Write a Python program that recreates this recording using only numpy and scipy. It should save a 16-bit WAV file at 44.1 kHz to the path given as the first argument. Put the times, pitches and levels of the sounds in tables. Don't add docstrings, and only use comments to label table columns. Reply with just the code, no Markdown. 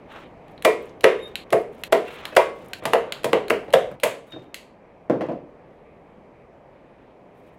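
import sys
import numpy as np
from scipy import signal
from scipy.fft import rfft, irfft, next_fast_len
from scipy.io import wavfile
from scipy.ndimage import uniform_filter1d

SR = 44100
rng = np.random.default_rng(int(sys.argv[2]) if len(sys.argv) > 2 else 0)


def persist_wave(psi):
    counts = np.round(np.clip(psi, -1, 1) * 32767).astype(np.int16)
    wavfile.write(sys.argv[1], SR, np.atleast_2d(counts).T)


N = 334630
RING = int(.7 * SR)


def undb(db):
    return 10 ** (np.asarray(db) / 20)


def unit(x):
    return x / np.sqrt(np.mean(x ** 2))


def along(table, hz):
    f, values = np.transpose(table)
    return np.interp(np.log(np.maximum(hz, 1)), np.log(f), values)


def bands(count, per_octave):
    size = next_fast_len(count)
    f = np.maximum(np.fft.rfftfreq(size, 1 / SR), 1)
    for hz in 22 * 2 ** np.arange(0, 9.7, 1 / per_octave):
        shape = np.cos(np.pi / 2 * np.clip(per_octave * np.log2(f / hz), -1, 1))
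        yield hz, irfft(rfft(rng.standard_normal(size)) * shape, size)[:count]


def wobble(rate_hz):
    hold = int(SR / rate_hz)
    steps = np.repeat(rng.standard_normal(N // hold + 1), hold)
    return unit(uniform_filter1d(uniform_filter1d(steps, hold), hold)[:N])


def swell(start_s, hold_s, rise_db_s, fall_db_s):
    t = np.arange(N) / SR - start_s
    return undb(rise_db_s * np.minimum(t, 0) - fall_db_s * np.maximum(t - hold_s, 0))


def fade(decay_s):
    return np.exp(-np.log(1000) * np.arange(RING) / SR / decay_s)


def cut_bass(x, hz, order):
    return signal.sosfilt(signal.butter(order, hz, "high", fs=SR, output="sos"), x)


def ring(tones, scatter_db, decay_scale=1):
    t = np.arange(RING) / SR
    out = 0
    for hz, db, decay_s in tones:
        strength, side, detune = rng.standard_normal(3)
        tone = np.sign(side) * np.sin(2 * np.pi * hz * (1 + 0.01012 * detune) * t)
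        out = out + undb(db + scatter_db * strength) * tone * fade(decay_s * decay_scale)
    return out / np.abs(out).max()


def near(tones, centre_hz, db_per_octave):
    return [(hz, db - db_per_octave * abs(np.log2(hz / centre_hz)), decay_s) for hz, db, decay_s in tones]


def crack(low_hz, high_hz, decay_s):
    band = signal.butter(2, [low_hz, min(high_hz, .45 * SR)], "band", fs=SR, output="sos")
    burst = signal.sosfilt(band, rng.standard_normal(RING) * fade(decay_s))
    return burst / (2 * np.sqrt(np.sum(burst ** 2) * 2 * np.log(1000) / (decay_s * SR)))


# f/Hz, level/dB
TOWN_COLOUR = [(20, -10.5), (60, -3.5), (99, -7.5), (139, -1.5), (342, -3), (566, -0.5), (1050, -11),
               (1390, -19.5), (2200, -18.5), (3200, -33), (4500, -40.5), (8000, -49), (13000, -53),
               (16500, -76.5)]
# t/s, level/dB
TOWN_LOUDNESS = [(0, -49.5), (.45, -49.5), (2.0, -48), (3.95, -46.5), (4.0, -54), (5.8, -52), (7.59, -53)]


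def town():
    drift_db = .5 * wobble(1)
    hum = sum(undb(along(TOWN_COLOUR, hz) + drift_db + wobble(15)) * noise for hz, noise in bands(N, 3))
    s, db = np.transpose(TOWN_LOUDNESS)
    return unit(hum) * undb(np.interp(np.arange(N) / SR, s, db))


# f/Hz, decay/s
PATIO_DECAY = [(100, 0.41), (260, 0.57), (700, 0.35), (1840, 0.33), (4850, 0.37), (12800, 0.22)]


def patio():
    centres, noises = zip(*bands(RING, 0.98))
    arrival = np.clip((np.arange(RING) / SR - .005) / 0.00054, 0, 1)
    return np.array(noises), np.array([fade(along(PATIO_DECAY, hz)) for hz in centres]) * arrival


RING_STOPS = [1.444, 1.883, 2.804, 3.96]


def place(out, s, sound, echoes, echo_db):
    noises, fades = echoes
    if s > RING_STOPS[-1]:
        echo_db += 3.5
    answer = (np.roll(noises, rng.integers(RING), axis=1) * fades).sum(axis=0)
    energy = np.cumsum(np.abs(rfft(sound)) ** 2)
    bins = np.arange(len(energy))
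    blur = 35 * RING / SR + 0.079 * bins
    nearby = np.interp(bins + blur, bins, energy) - np.interp(bins - blur, bins, energy)
    colour = np.sqrt(np.abs(nearby) / (2 * blur))
    echo = irfft(rfft(answer) * colour, RING) / np.sqrt(np.sum(answer ** 2))
    stop_s = min([stop for stop in RING_STOPS if stop > s] + [s + .69])
    gate = np.clip((stop_s - s - np.arange(RING) / SR) / 0.0052, 0, 1)
    at = int(s * SR)
    out[at:at + RING] += ((sound + undb(echo_db) * echo) * gate)[:N - at]


# f/Hz, level/dB
CLOTH_COLOUR = [(500, -22.5), (1200, 16.5), (2200, 3.5), (4000, -14.5), (8000, -38), (16000, -16)]
# t/s, hold/s, level/dB, tilt/dB (treble gain per two octaves from 2 kHz)
RUSTLES = [(0.108, 0.12, -49, 4), (.49, 0.024, -65, 10.5), (.8, 0.088, -57.5, 12), (1.192, 0.1, -53.5, 6.5),
           (1.734, 0.077, -59.5, 13.5), (2.064, 0.22, -46, 8.5), (2.563, 0.14, -55, 8),
           (2.834, .03, -44.5, -1), (3.047, 0.13, -52, -9), (3.58, 0.35, -67, 11.5), (4.267, 0.17, -61, 9),
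           (6.723, 0.39, -71.5, -2.5), (7.351, 0.19, -71.5, 14.5)]


def cloth():
    gains = [undb(db) * swell(s, hold_s, rise_db_s=702, fall_db_s=257.5) for s, hold_s, db, _ in RUSTLES]
    power = np.array(gains) ** 2 + 1e-18
    tilt_db = np.array(RUSTLES)[:, 3] @ power / power.sum(axis=0)
    snags_db = 5 * wobble(90)
    hiss = [(hz, undb(along(CLOTH_COLOUR, hz) + 2 * wobble(20) + snags_db * (hz > 5000)) * noise)
            for hz, noise in bands(N, 0.9036) if hz > 300]
    grains = undb(1.4 * wobble(300))
    plain_level = np.sqrt(np.mean((grains * sum(noise for _, noise in hiss)) ** 2))
    tilted = sum(undb(tilt_db * np.log2(hz / 2000) / 2) * noise for hz, noise in hiss)
    return tilted * grains / plain_level * np.sqrt(power.sum(axis=0))


# t/s, level/dB, centre f/Hz
THIN_TICKS = [(.8245, -51, 11100), (.856, -54, 9000), (.8944, -50.5, 4940), (1.6154, -49, 12500),
              (2.6602, -51, 8750), (2.6844, -47, 10500), (2.787, -51, 11200), (2.8377, -45, 9700),
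              (3.915, -51.5, 10000), (4.307, -56, 8500), (3.645, -62, 11000), (5.265, -57, 4900)]


def thin_ticks(out, echoes):
    for s, db, hz in THIN_TICKS:
        tick = crack(hz / np.sqrt(2), hz * np.sqrt(2), 0.021)
        place(out, s, undb(db) * tick, echoes, echo_db=-12)


# f/Hz, level/dB, decay/s
TABLE_TONES = [(127.9, -1, 0.22), (178, -2.5, 0.15), (212.4, -2, 0.036), (293, -14, 0.26), (322, 4, 0.13),
               (480, -5, 0.055), (500, 3, 0.13), (563, -20, 0.064), (625, 3, 0.12), (720, -2.5, 0.079),
               (817, -9, 0.16), (1014, -3, 0.051)]
# t/s, level/dB, edge level/dB (relative to the thud), centre f/Hz
TABLE_THUDS = [(2.325, -33.5, -3, 550), (2.8, -40, -20, 397), (2.824, -30, -13, 600),
               (3.682, -31, -11, 625), (3.914, -32.5, -10, 170), (4.335, -33, -11, 330),
               (4.362, -33, -28, 330), (5.098, -11, -18.5, 382), (5.147, -29, -21, 447),
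               (5.185, -36, -25, 400), (5.209, -18.5, -10.5, 453), (5.287, -22, -17, 507),
               (5.315, -27, -15, 400), (5.355, -34.5, -25, 400)]


def table_thuds(out, echoes):
    for s, db, edge_db, centre_hz in TABLE_THUDS:
        edge = crack(800, 2000, 0.071) + undb(-28) * crack(4700, 14000, 0.044)
        top = ring(near(TABLE_TONES, centre_hz, db_per_octave=3.3), scatter_db=2.16)
        place(out, s, undb(db) * (top + undb(edge_db) * edge), echoes, echo_db=-5)


# multiple of its pitch, level/dB
SQUEAK_OVERTONES = [(2, -34.5), (3, -25.5)]
# peak t/s, f/Hz, level/dB, extra overtone level/dB
SPRING_SLIPS = [(1.209, 3695, -50.5, 1), (1.234, 3695, -52, 15), (1.259, 3690, -43.5, -4),
                (2.08, 2720, -51.5, -10), (2.13, 2720, -56.5, -10), (2.167, 2690, -57.5, -14),
                (2.338, 2580, -48, -11), (4.31, 3760, -60, -7), (4.334, 3695, -42, -19),
                (4.375, 3695, -64, -15)]


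def spring_squeaks():
    wavering_time = np.cumsum(1 + 0.0052 * wobble(200)) / SR
    out = 0
    for s, hz, db, overtones_db in SPRING_SLIPS:
        phase = 2 * np.pi * hz * wavering_time
        slip = swell(s, 0.0033, rise_db_s=899, fall_db_s=602)
        linger = undb(-21) * swell(s, 0, rise_db_s=899, fall_db_s=99)
        overtones = sum(undb(level) * np.sin(k * phase) for k, level in SQUEAK_OVERTONES)
        out = out + undb(db) * ((slip + linger) * np.sin(phase) + undb(overtones_db) * slip * overtones)
    return np.sqrt(2) * out * undb(3.3 * wobble(100))


# f/Hz, level/dB, decay/s
LEVER_TONES = [(1750, -12.5, 0.0038), (2122, 0, 0.0019), (2917, 11, 0.0032), (3330, -2.5, 0.012),
               (3920, -3, 0.015), (4270, -9, 0.031), (6850, -26, 0.03), (11180, -21, 0.031)]
LEVER_SPRING_TONES = [(4060, -0.5, .2), (6930, -8, 0.24), (7950, -18, 0.25), (11100, -6.5, 0.22)]
# t/s, level/dB, treble level/dB (relative to the click)
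LEVER_CLICKS = [(0.482, -46.5, -13.5), (0.578, -42, -22), (0.6235, -30, -3.5), (1.0087, -33, -3.5),
                (1.0352, -29, -20), (1.3556, -17.5, -9), (1.505, -32.5, -7), (1.8365, -18, -8),
                (2.2542, -18.5, -11), (2.352, -31, -9), (2.7337, -18, -10), (3.1229, -16.5, -10),
                (3.2341, -33.5, -7), (3.4824, -27, -9.5), (3.705, -39, -11), (3.7276, -29.5, -4),
                (4, -36, -6), (4.3228, -34.5, -25), (4.544, -22.5, -5)]


def lever_clicks(out, echoes):
    for s, db, treble_db in LEVER_CLICKS:
        snap = ring(LEVER_TONES, scatter_db=3) + undb(-4.5) * crack(1550, 2900, 0.022)
        treble = crack(6000, 14000, .012) + undb(-22.5) * ring(LEVER_SPRING_TONES, scatter_db=3)
        place(out, s, undb(db) * (snap + undb(treble_db) * treble), echoes, echo_db=-9.5)


# f/Hz, level/dB, decay/s (before decay_scale shortens it)
BOARD_TONES = [(341, -14.5, 0.5), (373.7, -8, 0.35), (432, -12, 0.53), (448.5, -0.5, 0.36),
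               (466, -2.5, 0.34), (498.3, -2.5, 0.13), (540.9, 0, 0.27), (595, -14.5, 0.22),
               (617.9, 0.5, 0.16), (662.6, -0.5, 0.28), (717, -11, 0.089), (745, -12, 0.53),
               (841, -4, 0.17), (948, -3, 0.24), (1070, -5, 0.22), (1220, -9, 0.12), (1274, -4, .12)]


def seat_board(centre_hz):
    wood = ring(near(BOARD_TONES, centre_hz, db_per_octave=10.5), scatter_db=2.5, decay_scale=0.6)
    return wood + undb(-4) * np.roll(wood, int(.021 * SR))


# f/Hz, level/dB, decay/s
GUN_TONES = [(674, -3.5, 0.028), (1153, 4, 0.009), (1565, 0.5, 0.013), (2075, 1.5, 0.009),
             (2775, -0.5, 0.009), (3452, -14, 0.015)]
GUN_SPRING_TONES = [(998, -6, 0.43), (1127, -7.5, 0.5), (1933, 2, 0.27), (2110, -3, 0.42), (2390, 0, .25),
                    (2900, -14.5, 0.16)]
# t/s of the blow, level/dB, board level/dB, board centre f/Hz, thump level/dB,
# crack level/dB, striker travel/ms, spring level/dB; levels after the first are relative to the blow
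STAPLE_SHOTS = [(0.652, -1, -6, 477, -29.5, -17.5, 4.44, -16), (1.043, 0, -4.5, 470, -30, -22.5, 3.6, -18),
                (1.5308, -9, 0.5, 443, -14, -17, 6, -23), (1.9286, -2, -3, 516, -41, -20, 5.55, -25),
                (2.3684, 0.5, -6, 590, -51, -18, 4.48, -18), (2.8543, -16, -3, 660, -13, -9.5, 1.2, -25.5),
                (2.9348, -2, -2.5, 584, -43.5, -25, 2.49, -27),
                (3.244, -15.5, -0.5, 610, -8.5, -9.5, 1.65, -20),
                (3.3321, -3.5, -6, 513, -20, -30.5, 2.5, -26.5), (3.505, -4, -7, 450, -18, -21, 6, -36),
                (3.7389, -1.5, -5, 563, -24.5, -20.5, 3.97, -29),
                (4.037, -11.5, -3, 644, -18.5, -7, 3.92, -19)]


def staple_shots(out, echoes):
    lead_s = .004
    striker_rise = np.minimum(np.arange(RING) / SR / .002, 1)
    for s, db, board_db, centre_hz, thump_db, crack_db, travel_ms, spring_db in STAPLE_SHOTS:
        faint_burst = undb(-43) * crack(600, 11000, 0.028)
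        rattle = crack(6500, 12000, 0.042) + undb(6) * crack(500, 3200, 0.048)
        blow = ring(GUN_TONES, scatter_db=3.7)
        blow += undb(crack_db) * crack(8500, 19000, 0.0097)
        blow += undb(-10) * crack(550, 1900, 0.0066)
        blow += undb(spring_db) * ring(GUN_SPRING_TONES, scatter_db=3.1)
        blow += undb(board_db) * seat_board(centre_hz)
        blow = cut_bass(blow, 280, order=2)
        blow += undb(thump_db) * crack(110, 380, 0.19)
        fired = undb(crack_db) * rattle * striker_rise + np.roll(blow, int(travel_ms * SR / 1000))
        shot = faint_burst + np.roll(fired, int(lead_s * SR))
        place(out, s - travel_ms / 1000 - lead_s, undb(db) * shot, echoes, echo_db=-6.5)


def scene():
    echoes = patio()
    hits = np.zeros(N)
    staple_shots(hits, echoes)
    lever_clicks(hits, echoes)
    thin_ticks(hits, echoes)
    table_thuds(hits, echoes)
    hits = cut_bass(hits, 120, order=4)
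    return (hits + spring_squeaks() + cloth() + town())[None]


def record(dry):
    rounded = np.tanh(1.215 * dry) / 0.85
    return signal.sosfilt(signal.ellip(12, .2, 95, 16100, fs=SR, output="sos"), rounded)


dry = scene()
out = record(dry)
persist_wave(out)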